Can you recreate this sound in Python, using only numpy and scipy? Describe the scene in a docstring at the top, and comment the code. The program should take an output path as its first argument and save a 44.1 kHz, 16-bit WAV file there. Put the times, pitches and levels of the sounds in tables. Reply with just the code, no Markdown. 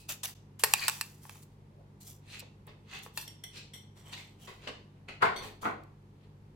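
"""A metal spoon digs coarse shaved ice out of one bowl and heaps it into a glass one, in a small hard kitchen.
Lumps snap and loose crystals crunch close by: swells of noise grains filtered by resonances of bowl and spoon.
Scoops rasp farther off, the spoon's edge scrapes, and the spoon clinks with damped and free modes.
A bowl is set down with two knocks, the second one double: filtered noise bursts plus decaying sines.
Noise reflections form the room; fan rumble and wavering mains tones lie underneath."""
import sys
import numpy as np
from scipy import signal
from scipy.fft import rfft, irfft
from scipy.io import wavfile
from scipy.ndimage import uniform_filter1d, map_coordinates

SR = 44100
rng = np.random.default_rng(int(sys.argv[2]) if len(sys.argv) > 2 else 0)


def inscribe(sig):
    """Save sig as 16-bit PCM at rate SR to the path in sys.argv[1].

    A 1-D sig is mono; a 2-D sig holds one channel per row.
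    Samples are clipped to [-1, 1] before scaling.
    """
    pcm = np.round(np.clip(np.atleast_2d(sig).T, -1, 1) * 32767)
    wavfile.write(sys.argv[1], SR, pcm.astype(np.int16))


N = 288855
SIZE, LEAD = 2 ** 15, 2 ** 13   # samples per event buffer; samples ahead of the event
EVENT_MS = (np.arange(SIZE) - LEAD) * 1000 / SR
SINCE_EVENT_S = np.maximum(EVENT_MS, 0) / 1000
BUFFER_S = np.arange(SIZE) / SR
HZ = np.maximum(np.arange(SIZE // 2 + 1) * SR / SIZE, 1)
MIC_DELAY_S = .0005

# Lumps cracking under the spoon. Each row: start in seconds, level in dB, low edge in Hz, tilt in dB per octave,
# decay of the crack in ms, share passed to the steel bowl in dB, crumbling in dB.
SNAPS = [(0.637, -17.5, 323, 1.14, 0.76, -27, -13.5), (0.6424, -33, 342, 0, 1.1, -16, 1),
         (0.7373, -17, 835, 0.5, 0.94, -23.5, -23), (0.882, -22.5, 710, 1.9, 0.35, -20.5, -20),
         (0.8846, -30.5, 744, -0.5, 0.75, -24, -17), (0.8898, -32.5, 730, -0.5, 0.79, -24, -15),
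         (0.8966, -32, 710, 1.5, .7, -30, -19), (1.0113, -29.5, 854, 1, 1.05, -17, -18.5),
         (1.2523, -51, 650, -5.5, 1.1, -31, -24), (1.2955, -46, 800, -3, 1, -29, -24),
         (1.356, -58.5, 683, -2.5, 1.3, -33, -17), (2.395, -45.5, 2450, 4, 2.2, -24.5, -11),
         (2.402, -47, 2530, 1.5, 3.1, -28, -14), (2.425, -53.5, 455, -11.5, 2, -20, -14),
         (2.668, -57.5, 1200, 15.5, 3.1, -31, -11), (2.674, -54.5, 550, -12, 0.84, -12.5, -14),
         (2.989, -58, 5060, 8, 0.84, -28, -14), (3.063, -47.5, 513, -6, 1.4, -20, -11),
         (3.1748, -36, 358, 1.5, 1, -16, -16), (3.177, -37.5, 360, 1.2, 0.83, -16, -20),
         (5.836, -67.5, 2990, 2, 2.2, -32, -11)]
# Resonances of the packed bowl under a blow. Each row: frequency in Hz, width in Hz, level in dB.
LUMP_MODES = [(457, 44, 3), (862, 86, 6.5), (1126, 83, 3), (1440, 120, -6.5), (1740, 440, -0.5),
              (2605, 290, -0.5), (4480, 1700, -7), (5540, 53, -5), (7850, 540, -2.5), (9340, 400, -7),
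              (11900, 1900, -6), (15000, 1200, -22.5)]
# Clusters of close modes in the steel ice bowl. Each row: frequency in Hz, width in Hz, level in dB.
ICE_BOWL_MODES = [(980, 92, -1.5), (1760, 160, -6.5), (2424, 120, 2.5), (2682, 91, 4.5), (4260, 250, -3.5),
                  (4800, 180, -0.5)]
# a typical lump; smaller ones have a higher edge, clang more and shake the room less
LUMP_EDGE_HZ, LUMP_LEVEL_DB = 720, -42.5
CLANG_DB, CLANG_DB_PER_OCTAVE, CLANG_DB_PER_DB = -0.5, 3.5, 0.05
# louder snaps are closer and drier
SNAP_ROOM_DB, ROOM_LOSS_DB_PER_OCTAVE, ROOM_LOSS_DB_PER_DB = -12.5, 7.5, 0.32
STEEL_CONTACT_DB = 18   # a blow that reaches the steel also takes on its colour


def snaps(split_db=-7, crumble_ms=6.7, strain_ms=0.54, clang_hz=3000):
    """A lump strains, splits and crumbles for a few ms; returns direct sound, room share and steel share."""
    near, far, steel = np.zeros((3, 2, N))
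    lump = from_db(resonant(LUMP_MODES, between_db=-8.0))
    bowl = from_db(resonant(ICE_BOWL_MODES, between_db=-18.0))
    clang = np.exp(-2 * np.log2(HZ / clang_hz) ** 2)
    for s, level_db, low_hz, tilt_db, decay_ms, steel_db, crumble_db in SNAPS:
        smallness_octaves = np.log2(low_hz / LUMP_EDGE_HZ)
        force_db = level_db - LUMP_LEVEL_DB
        clang_db = CLANG_DB + CLANG_DB_PER_OCTAVE * smallness_octaves + CLANG_DB_PER_DB * force_db
        room_loss_db = ROOM_LOSS_DB_PER_OCTAVE * smallness_octaves + ROOM_LOSS_DB_PER_DB * force_db
        room_db = SNAP_ROOM_DB - room_loss_db

        crack = grains(0.22, decay_ms, grain_db=8.5, alike=0.63)
        crack = crack + from_db(crumble_db) * grains(strain_ms, crumble_ms, grain_db=6.0, alike=1.0)
        # the split itself is one sharp click
        crack[:, LEAD] += from_db(split_db) * np.sqrt(np.sum(crack ** 2) / 2)

        # flatten the burst's own spectrum, so the lump and bowl resonances set the colour
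        crack_power = np.mean(np.abs(rfft(crack)) ** 2, axis=0)
        even_db = -10 * np.log10(uniform_filter1d(crack_power, size=300))
        low_cut_db = -10 * np.log10(1 + (low_hz / np.maximum(HZ, 150)) ** 8)
        body_db = 20 * np.log10(np.hypot(lump, bowl * from_db(steel_db + STEEL_CONTACT_DB)))
        body_db = body_db + own_resonances(depth_db=3.5)
        sound = shaped(crack, body_db + even_db + low_cut_db + clang_db * clang, tilt_db)
        add(near, s, sound, level_db)
        add(far, s, sound, level_db + room_db)
        add(steel, s, sound, level_db + steel_db)
    return near, far, steel


def ice_bowl(push, ring_t60=0.17):
    """The steel bowl rings on after snaps and scrapes: convolution with decaying modal noise."""
    noise = pair(rng.standard_normal((2, SIZE)), 1.0)
    ring = irfft(rfft(noise) * from_db(resonant(ICE_BOWL_MODES, between_db=-20.0)))
    ring = ring * from_db(-60 * BUFFER_S / ring_t60)
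    return signal.fftconvolve(push, rms_one(ring) / np.sqrt(SIZE), axes=1)[:, :N]


# Loose crystals crushed close by. Each row: peak in seconds, level in dB, rise in ms, fall in ms, low edge in Hz,
# colouring by the spoon from 0 to 1.
CRUNCHES = [(0.093, -34, 4.9, 37, 400, 0), (0.2343, -33, 1.8, 18, 400, .15), (.25, -33, 4.6, 13, 400, 0),
            (.272, -43.5, 9.8, 37, 400, 0.04), (0.595, -43, 1.8, 20.7, 400, 0.24),
            (0.776, -41.5, 135, 220, 800, 0.2), (.915, -44, 14, 60, 790, 0.4), (1.02, -56, 27, 73, 798, .2),
            (1.24, -55.5, 23, 64, 4000, 0.26), (1.32, -55.5, 33, 89, 500, 0.14),
            (1.431, -55.5, 8.6, 8.4, 3010, 0), (2.011, -53.5, 5.7, 49, 3300, 0.03),
            (2.074, -48, 18, 61, 3440, 0.27), (3.034, -50, 8.6, 35, 3000, 0.24),
            (3.19, -48.5, 30, 42, 2500, .6), (3.973, -59.5, 13, 75, 500, 0.4),
            (4.08, -54, 30, 170, 503, 0.67), (4.428, -55.5, 26, 122, 2040, 0.24),
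            (5.445, -48.5, 21.6, 69, 500, 0), (5.621, -50, 5.7, 68, 2480, .1)]
# Colour of the crunches. Each row: frequency in Hz, level in dB.
CRUNCH_COLOUR = [(150, -13), (400, -20.5), (800, -6), (1600, -7.5), (3200, -1), (5000, -0.5), (7000, 4.5),
                 (9500, 3), (12000, 6), (15500, 6.5)]
# Brightness of the crunches over time. Each row: time in seconds, tilt in dB per octave.
CRUNCH_TILT = [(.2, -3.5), (2, -4), (3.1, -2), (4, -7), (5.5, -7.5)]
# Spoon modes, also played by clinks(). Each row: frequency in Hz, damped width in Hz, level in contact in dB,
# level ringing free in dB.
SPOON_MODES = [(2065, 130, -8.5, -15), (3125, 44, -3, -2), (3420, 230, -5.5, -6), (5780, 94, -1.5, 1),
               (7800, 340, -11.5, -14), (8600, 260, -12, -6), (9340, 180, -7.5, 1), (11150, 160, -14, -4),
               (12985, 170, -8, -8), (15050, 170, -13, -14)]
FINE_SHELF_DB = -8   # fine crystals are weaker below their low edge
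CRUNCH_ROUNDNESS = 1.7   # holds for a moment, then ends quickly


def crunches():
    """Loose crystals give way quickly and trickle on; those that rub on the spoon take on its resonances."""
    out = np.zeros((2, N))
    spoon_db = resonant([mode[:3] for mode in SPOON_MODES], between_db=-20)
    for s, level_db, rise_ms, fall_ms, low_hz, on_spoon in CRUNCHES:
        swarm = crackle(rise_ms, fall_ms, grain_db=3.5, clump_db=2.0, alike=0.38,
                        roundness=CRUNCH_ROUNDNESS, count=3)
        below_edge = 1 / (1 + (HZ / low_hz) ** 12)
        colour_db = at_hz(CRUNCH_COLOUR, HZ) + FINE_SHELF_DB * below_edge
        colour_db = colour_db + on_spoon * spoon_db + own_resonances(depth_db=3.0)
        tilt_db = np.interp(s, *np.transpose(CRUNCH_TILT))
        add(out, s, shaped(swarm, colour_db, tilt_db), level_db)
    return out


# The spoon ploughing through the heap. Each row: peak in seconds, level in dB, rise in ms, tilt in dB per octave,
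# room share in dB.
SCOOPS = [(0, -53, 8.1, 10, -0.5), (1.52, -75, 15, 10, -3), (2.345, -43.5, 46, 3, -2),
          (2.68, -53, 7.9, -2, -2), (2.948, -43, 35, 1.5, -1.5), (3.569, -45.5, 23.6, 2.5, -2),
          (4.131, -38, 7.1, 1.5, -5), (4.179, -45, 8.8, 2, -1), (4.476, -45.5, 3, -2.5, 2),
          (4.643, -51, 29, 0.5, -1.5), (4.675, -34.5, 3.4, -2, -5), (4.961, -70.5, 52, -5, 0.5),
          (5.088, -40, 4.4, -3, -1.5), (5.441, -46.5, 40, -3.5, 0), (6.24, -69.5, 57, -0.5, -2.5)]
# Colour of the scoops. Each row: frequency in Hz, level in dB.
SCOOP_COLOUR = [(120, -7.5), (400, -2), (750, -2), (1100, -2.5), (1420, -4.5), (1850, -1), (2500, 1.5),
                (3300, -1.5), (3900, -2.5), (4550, -4.5), (5500, -13), (7500, -14), (10000, -22.5),
                (15500, -31.5)]
SCOOP_FALL_MS, SCOOP_FALL_GROWTH = 18.5, 0.25   # fall after a 10 ms rise; exponent on the rise


def scoops():
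    """The spoon ploughs coarse ice; slow pushes also die away more slowly; returns direct sound and room share."""
    near, far = np.zeros((2, 2, N))
    for s, level_db, rise_ms, tilt_db, room_db in SCOOPS:
        fall_ms = SCOOP_FALL_MS * (rise_ms / 10) ** SCOOP_FALL_GROWTH
        swarm = crackle(rise_ms, fall_ms, grain_db=5.5, clump_db=2.5, alike=0.42, roundness=1.3)
        sound = shaped(swarm, at_hz(SCOOP_COLOUR, HZ) + own_resonances(depth_db=2.6), tilt_db)
        add(near, s, sound, level_db)
        add(far, s, sound, level_db + room_db)
    return near, far


# The spoon's edge dragging over hard ice. Each row: peak in seconds, level in dB, rise in ms, fall in ms.
SCRAPES = [(0.754, -40.5, 8, 32), (.835, -34.5, 45, 40)]
# Resonances of the scrape. Each row: frequency in Hz, width in Hz, level in dB.
SCRAPE_MODES = [(1020, 230, -9), (1930, 290, -0.5), (2430, 130, 6), (3050, 230, -6.5), (4090, 400, -3),
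                (4650, 190, 3), (7460, 1200, -12)]


def scrapes(slide=0.021, slides_per_s=70):
    """The spoon's edge drags over hard ice; resonances shift by a few percent as the contact slides."""
    out = np.zeros((2, N))
    for s, level_db, rise_ms, fall_ms in SCRAPES:
        swarm = crackle(rise_ms, fall_ms, grain_db=6.0, clump_db=4.0, alike=0.56)
        rasp = shaped(swarm, resonant(SCRAPE_MODES, between_db=-19.5), 0)
        shift_samples = slide * SR / slides_per_s * drift(slides_per_s, size=SIZE)
        position = np.arange(SIZE) + shift_samples
        add(out, s, np.stack([map_coordinates(side, [position]) for side in rasp]), level_db)
    return out


# The spoon grazing the glass. Each row: start in seconds, level in dB, chatter in ms, tilt in dB per octave,
# pitch ratio set by the grip, twisting mode in dB.
CLINKS = [(3.179, -42.5, 9.1, -1, 0.83, -4), (3.211, -46, 15, 3.5, 1, 1), (3.2783, -44, 3, -1, 0.96, -16),
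          (3.438, -40.5, 9.6, -2, 0.99, -11), (3.736, -46, 30, -2, 0.99, -12),
          (5.361, -38.5, 34, -6, 1.035, -0.5)]
TWIST_HZ, TWIST_WIDTH_HZ = 4260, 160   # twisting mode, strong in some clinks and weak in others


def clinks(between_db=-27, ring_db=-14.0, ring_t60=0.15, flutter_db=4, buzz_rad=1.1):
    """The spoon chatters on the rim, damped by hand and ice; a short, buzzing ring starts with the touch."""
    out = np.zeros((2, N))
    t = SINCE_EVENT_S
    for s, level_db, chatter_ms, tilt_db, pitch, twist_db in CLINKS:
        contact_modes = [mode[:3] for mode in SPOON_MODES] + [(TWIST_HZ, TWIST_WIDTH_HZ, twist_db)]
        damped_db = resonant(contact_modes, between_db, pitch)
        chatter = grains(1.0, chatter_ms, grain_db=1.0, alike=0.51, clump_db=-1.5)
        add(out, s, shaped(chatter, damped_db, tilt_db), level_db)

        ring = 0
        for hz, width_hz, contact_db, free_db in SPOON_MODES:
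            mode_db = free_db + tilt_db * np.log2(hz) + flutter_db * drift(139, size=SIZE)
            phase = 2 * np.pi * hz * pitch * t + buzz_rad * drift(299.7, size=SIZE) + rng.random((2, 1))
            ring = ring + from_db(mode_db) * np.sin(phase)
        envelope = (1 - np.exp(-t / 0.0017)) * from_db(-60 * t / ring_t60)
        add(out, s, ring * envelope, level_db + ring_db)
    return out


# A bowl set down on the table. Each row: start in seconds, level in dB, tilt in dB per octave.
KNOCKS = [(5.228, -21.5, 3), (5.632, -42, -4.5), (5.6556, -31, -0.5)]
# Modes of bowl and table top. Each row: frequency in Hz, level in dB, t60 in seconds.
TABLE_MODES = [(209, -7.5, 0.32), (348.2, -6.5, 0.25), (421, -3.5, 0.3), (479, -8.5, 0.52),
               (524, -9.5, 0.44), (710, -0.5, 0.36), (810, -3, .13), (876, -0.5, 0.272), (910, -9, .3),
               (1126, 1, 0.24), (1150, 2.5, 0.25), (1303, -5.5, 0.17), (1320, 4, 0.17), (1426, 1, .2),
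               (1568, -8, 0.12), (1890, -8.5, .28), (2094, -4.5, 0.16), (2730, -12, .28)]
# Colour of the blow. Each row: frequency in Hz, level in dB.
KNOCK_COLOUR = [(25, -37), (70, -16.5), (150, -6), (430, -4.5), (580, -0.5), (800, 1.5), (1100, 5),
                (1450, 3), (1750, -3.5), (2250, -5.5), (2900, -15), (4500, -24), (5500, -38), (8500, -39),
                (15500, -52.5)]
KNOCK_RISE_MS, KNOCK_FALL_MS = 4.7, 7.5
RATTLE_GAP_S, RATTLE_LOSS_DB = 0.027, 13.5   # per contact as the foot settles


def knocks(ring_db=-5, count=3):
    """The bowl's foot strikes the table and rattles to rest; returns the blow and the ringing after it."""
    blow, ringing = np.zeros((2, 2, N))
    t = SINCE_EVENT_S
    ear_t = t - np.array([[0], [MIC_DELAY_S]])   # the right microphone hears it later
    for s, level_db, tilt_db in KNOCKS:
        for k in range(count):
            when, contact_db = s + k * RATTLE_GAP_S, level_db - k * RATTLE_LOSS_DB
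            burst = crackle(KNOCK_RISE_MS, KNOCK_FALL_MS, grain_db=3.5, clump_db=2.5, alike=-.1)
            add(blow, when, shaped(burst, at_hz(KNOCK_COLOUR, HZ), tilt_db), contact_db)

            modes = 0
            for hz, db, t60 in TABLE_MODES:
                tone = np.sin(2 * np.pi * (hz * ear_t + rng.random()))
                modes = modes + from_db(db - 60 * t / t60) * tone
            add(ringing, when, modes * (1 - np.exp(-t / 0.0031)), contact_db + ring_db)
    return blow, ringing


def rustle(s=1.8, level_db=-60.0, hz=560, width_hz=140):
    """A soft, hollow rustle between two spoonfuls: one swell of grains through one resonance."""
    out = np.zeros((2, N))
    swell = grains(70, 54, grain_db=6.5, alike=0.17, clump_db=2.5)
    add(out, s, shaped(swell, resonant([(hz, width_hz, 0)], between_db=-41), 0), level_db)
    return out


# Echoes from the table top and the dishes around. 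Each row: delay in ms, level in dB.
NEAR_ECHOES = [(.7, -25), (1.65, -25.5), (3.1, -26.5)]


def table_top(x):
    """Early echoes comb the colour of near sounds; the sum is scaled to add no power."""
    out = x.copy()
    for delay_ms, db in NEAR_ECHOES:
        delay = int(delay_ms * SR / 1000)
        out += from_db(db) * np.pad(x, ((0, 0), (delay, 0)))[:, :N]
    return out / np.sqrt(1 + sum(from_db(db) ** 2 for delay_ms, db in NEAR_ECHOES))


# Kitchen reverberation. Each row: frequency in Hz, t60 in seconds.
KITCHEN = [(150, 0.53), (600, 0.46), (1500, 0.36), (3000, 0.41), (6000, 0.41), (10000, 0.25), (16000, 0.2)]


def kitchen(x):
    """Dense reflections that build up in a few ms and decay at a rate set per band, fastest at the top."""
    noise = rfft(diffuse(SIZE, [(20, 0), (20000, 0)]))
    centres, tail = np.log([hz for hz, t60 in KITCHEN]), 0
    for band, (hz, t60) in zip(np.eye(len(KITCHEN)), KITCHEN):
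        band_noise = irfft(noise * np.interp(np.log(HZ), centres, band))
        tail = tail + band_noise * from_db(-60 * BUFFER_S / t60)
    tail = rms_one(tail * (1 - np.exp(-BUFFER_S / 0.0011))) / np.sqrt(SIZE)
    return signal.fftconvolve(x, tail, axes=1)[:, :N]


# Mains and fan tones. Each row: frequency in Hz, level in dB, phase waver in radians.
HUM = [(49.2, -68.5, .8), (100.1, -60, .25), (146.8, -61, .5), (204.2, -67, 2.2)]
# Colour of the fan rumble. Each row: frequency in Hz, level in dB before scaling to unit rms.
AIR_COLOUR = [(20, -25.5), (32, -22), (48, -12), (80, -9.5), (150, -6.5), (260, -13.5), (420, -15),
              (650, -26.5), (900, -22), (1300, -30), (4400, -40.5), (5600, -43.5), (14000, -51),
              (16000, -67.5)]


def background(air_db=-59.5, swell_db=1.1):
    """Fan rumble as coloured noise, and hum tones that waver in pitch and level."""
    t = np.arange(N) / SR
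    hum = 0
    for hz, db, waver_rad in HUM:
        gain = from_db(db + swell_db * drift(rate=11)) * np.sqrt(2)
        hum = hum + gain * np.sin(2 * np.pi * hz * t + waver_rad * drift(rate=5.8))
    return hum + from_db(air_db) * rms_one(diffuse(N, AIR_COLOUR))


def off_centre(x):
    """The spoon works a little to the right, so the left microphone hears it one sample later."""
    return np.stack([np.roll(x[0], 1), x[1]])


def crackle(rise_ms, fall_ms, grain_db, clump_db, alike, roundness=1, count=4):
    """Crystals of each size break at their own moments and sound in their own part of the spectrum."""
    centres, spectrum = np.log(np.geomspace(1000, 8000, count)), 0
    for band in np.eye(count):
        swarm = grains(rise_ms, fall_ms, grain_db, alike, clump_db, roundness)
        spectrum = spectrum + rfft(swarm) * np.sqrt(np.interp(np.log(HZ), centres, band))
    return irfft(spectrum)


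def grains(rise_ms, fall_ms, grain_db, alike, clump_db=0, roundness=1):
    """A swell of tiny uneven fractures in clumps of a few ms; a rounder swell holds longer and ends sooner."""
    sizes = from_db(grain_db * uneven(size=16) + clump_db * uneven(size=128))
    swell = np.exp(-(np.abs(EVENT_MS) / np.where(EVENT_MS < 0, rise_ms, fall_ms)) ** roundness)
    return pair(rng.standard_normal((2, SIZE)), alike) * sizes * swell


def uneven(size):
    """Random steps that each last size samples."""
    return np.repeat(np.clip(rng.standard_normal(SIZE // size), -2.2, 2.2), size)


def resonant(modes, between_db, pitch=1):
    """Colour in dB of a body with damped resonances over a floor that falls in the treble."""
    power = sum(from_db(db) ** 2 / (1 + ((HZ - hz * pitch) / width_hz) ** 2) ** 2
                for hz, width_hz, db in modes)
    return 10 * np.log10(power + from_db(between_db) ** 2 / (1 + (HZ / 5000) ** 2))


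def own_resonances(depth_db, spacing_hz=260):
    """Every spoonful has its own peaks and dips in dB, set by the lumps and hollows in it."""
    knots = np.clip(rng.standard_normal(SIZE), -2, 2)
    return depth_db * np.interp(HZ / spacing_hz, np.arange(SIZE), knots)


def shaped(x, colour_db, tilt_db):
    """Causal (minimum-phase) filter with a given colour, and a tilt per octave above 400 Hz."""
    octaves = np.log2(np.maximum(HZ, 400) / 400)
    cepstrum = irfft(np.log(from_db(colour_db + tilt_db * octaves)))
    cepstrum[1:SIZE // 2] *= 2   # fold onto positive time
    cepstrum[SIZE // 2 + 1:] = 0
    return irfft(rfft(x) * np.exp(rfft(cepstrum)))


def pair(two, alike):
    """Mix two noises into left and right; long waves reach both microphones alike, short ones less so."""
    size = two.shape[1]
    hz = np.arange(size // 2 + 1) * SR / size
    alike = np.clip(alike + (1 - alike) * .98 * np.sinc(2 * hz * MIC_DELAY_S), -1, 1)
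    mid, side = rfft(two)
    return irfft(np.sqrt(1 + alike) * mid + np.sqrt(1 - alike) * side * [[1], [-1]], size) / np.sqrt(2)


def diffuse(size, colour):
    """Coloured noise arriving from all sides."""
    hz = np.maximum(np.arange(size // 2 + 1) * SR / size, 1)
    noise = pair(rng.standard_normal((2, size)), 0)
    return irfft(rfft(noise) * from_db(at_hz(colour, hz)), size)


def drift(rate, size=N):
    """A random wander: standard normal knots, rate per second, joined by straight lines."""
    knots = rng.standard_normal(size)
    return np.interp(np.arange(size) / SR * rate, np.arange(size), knots)


def add(track, s, sound, level_db):
    """Lay a sound in at time s, with its loudest 10 ms at the given level."""
    loudest = np.sqrt(uniform_filter1d(np.mean(sound ** 2, axis=0), size=441).max())
    start = int(round(s * SR)) - LEAD
    first, last = max(start, 0), min(start + SIZE, N)
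    track[:, first:last] += sound[:, first - start:last - start] * from_db(level_db) / loudest


def from_db(db):
    """Decibels to gain."""
    return 10 ** (np.asarray(db) / 20)


def rms_one(x):
    """Scale to unit rms."""
    return x / np.sqrt(np.mean(x ** 2) + 1e-20)


def at_hz(points, hz):
    """Read a table along a log-frequency axis."""
    return np.interp(np.log(hz), *np.transpose([(np.log(f), v) for f, v in points]))


def scene():
    """Near sounds are mostly direct, far ones mostly room; the knocks lean to the left."""
    snap, snap_room, snap_steel = snaps()
    scoop, scoop_room = scoops()
    crunch, scrape, clink = crunches(), scrapes(), clinks()
    blow, ringing = knocks()
    steel = ice_bowl(snap_steel + from_db(-16) * scrape)

    near_ice = table_top(snap + crunch + scrape + from_db(-3.0) * scoop)
    direct = off_centre(near_ice + from_db(-1.5) * clink) + steel
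    far_ice = table_top(snap_room + from_db(-12.5) * crunch + from_db(-7.0) * scrape + scoop_room)
    room = kitchen(far_ice + from_db(-4.5) * clink)
    bowl = from_db(1.5) * blow + ringing + from_db(2.5) * kitchen(blow)
    bowl = bowl * from_db([[1.1], [-0.8]])   # left, right
    return direct + room + bowl + rustle() + background()


def record(dry, cutoff_hz=16100):
    """The level dips briefly near the start; peaks are rounded and the top is cut."""
    dip = 1 - .9 * np.exp(-((np.arange(N) / SR - .345) / .005) ** 4)
    rounded = 1.068 * np.tanh(dry * dip / 1.091)
    low_pass = signal.ellip(10, .1, 80, cutoff_hz, fs=SR, output="sos")
    return signal.sosfilt(low_pass, rounded)


dry = scene()
out = record(dry)
inscribe(out)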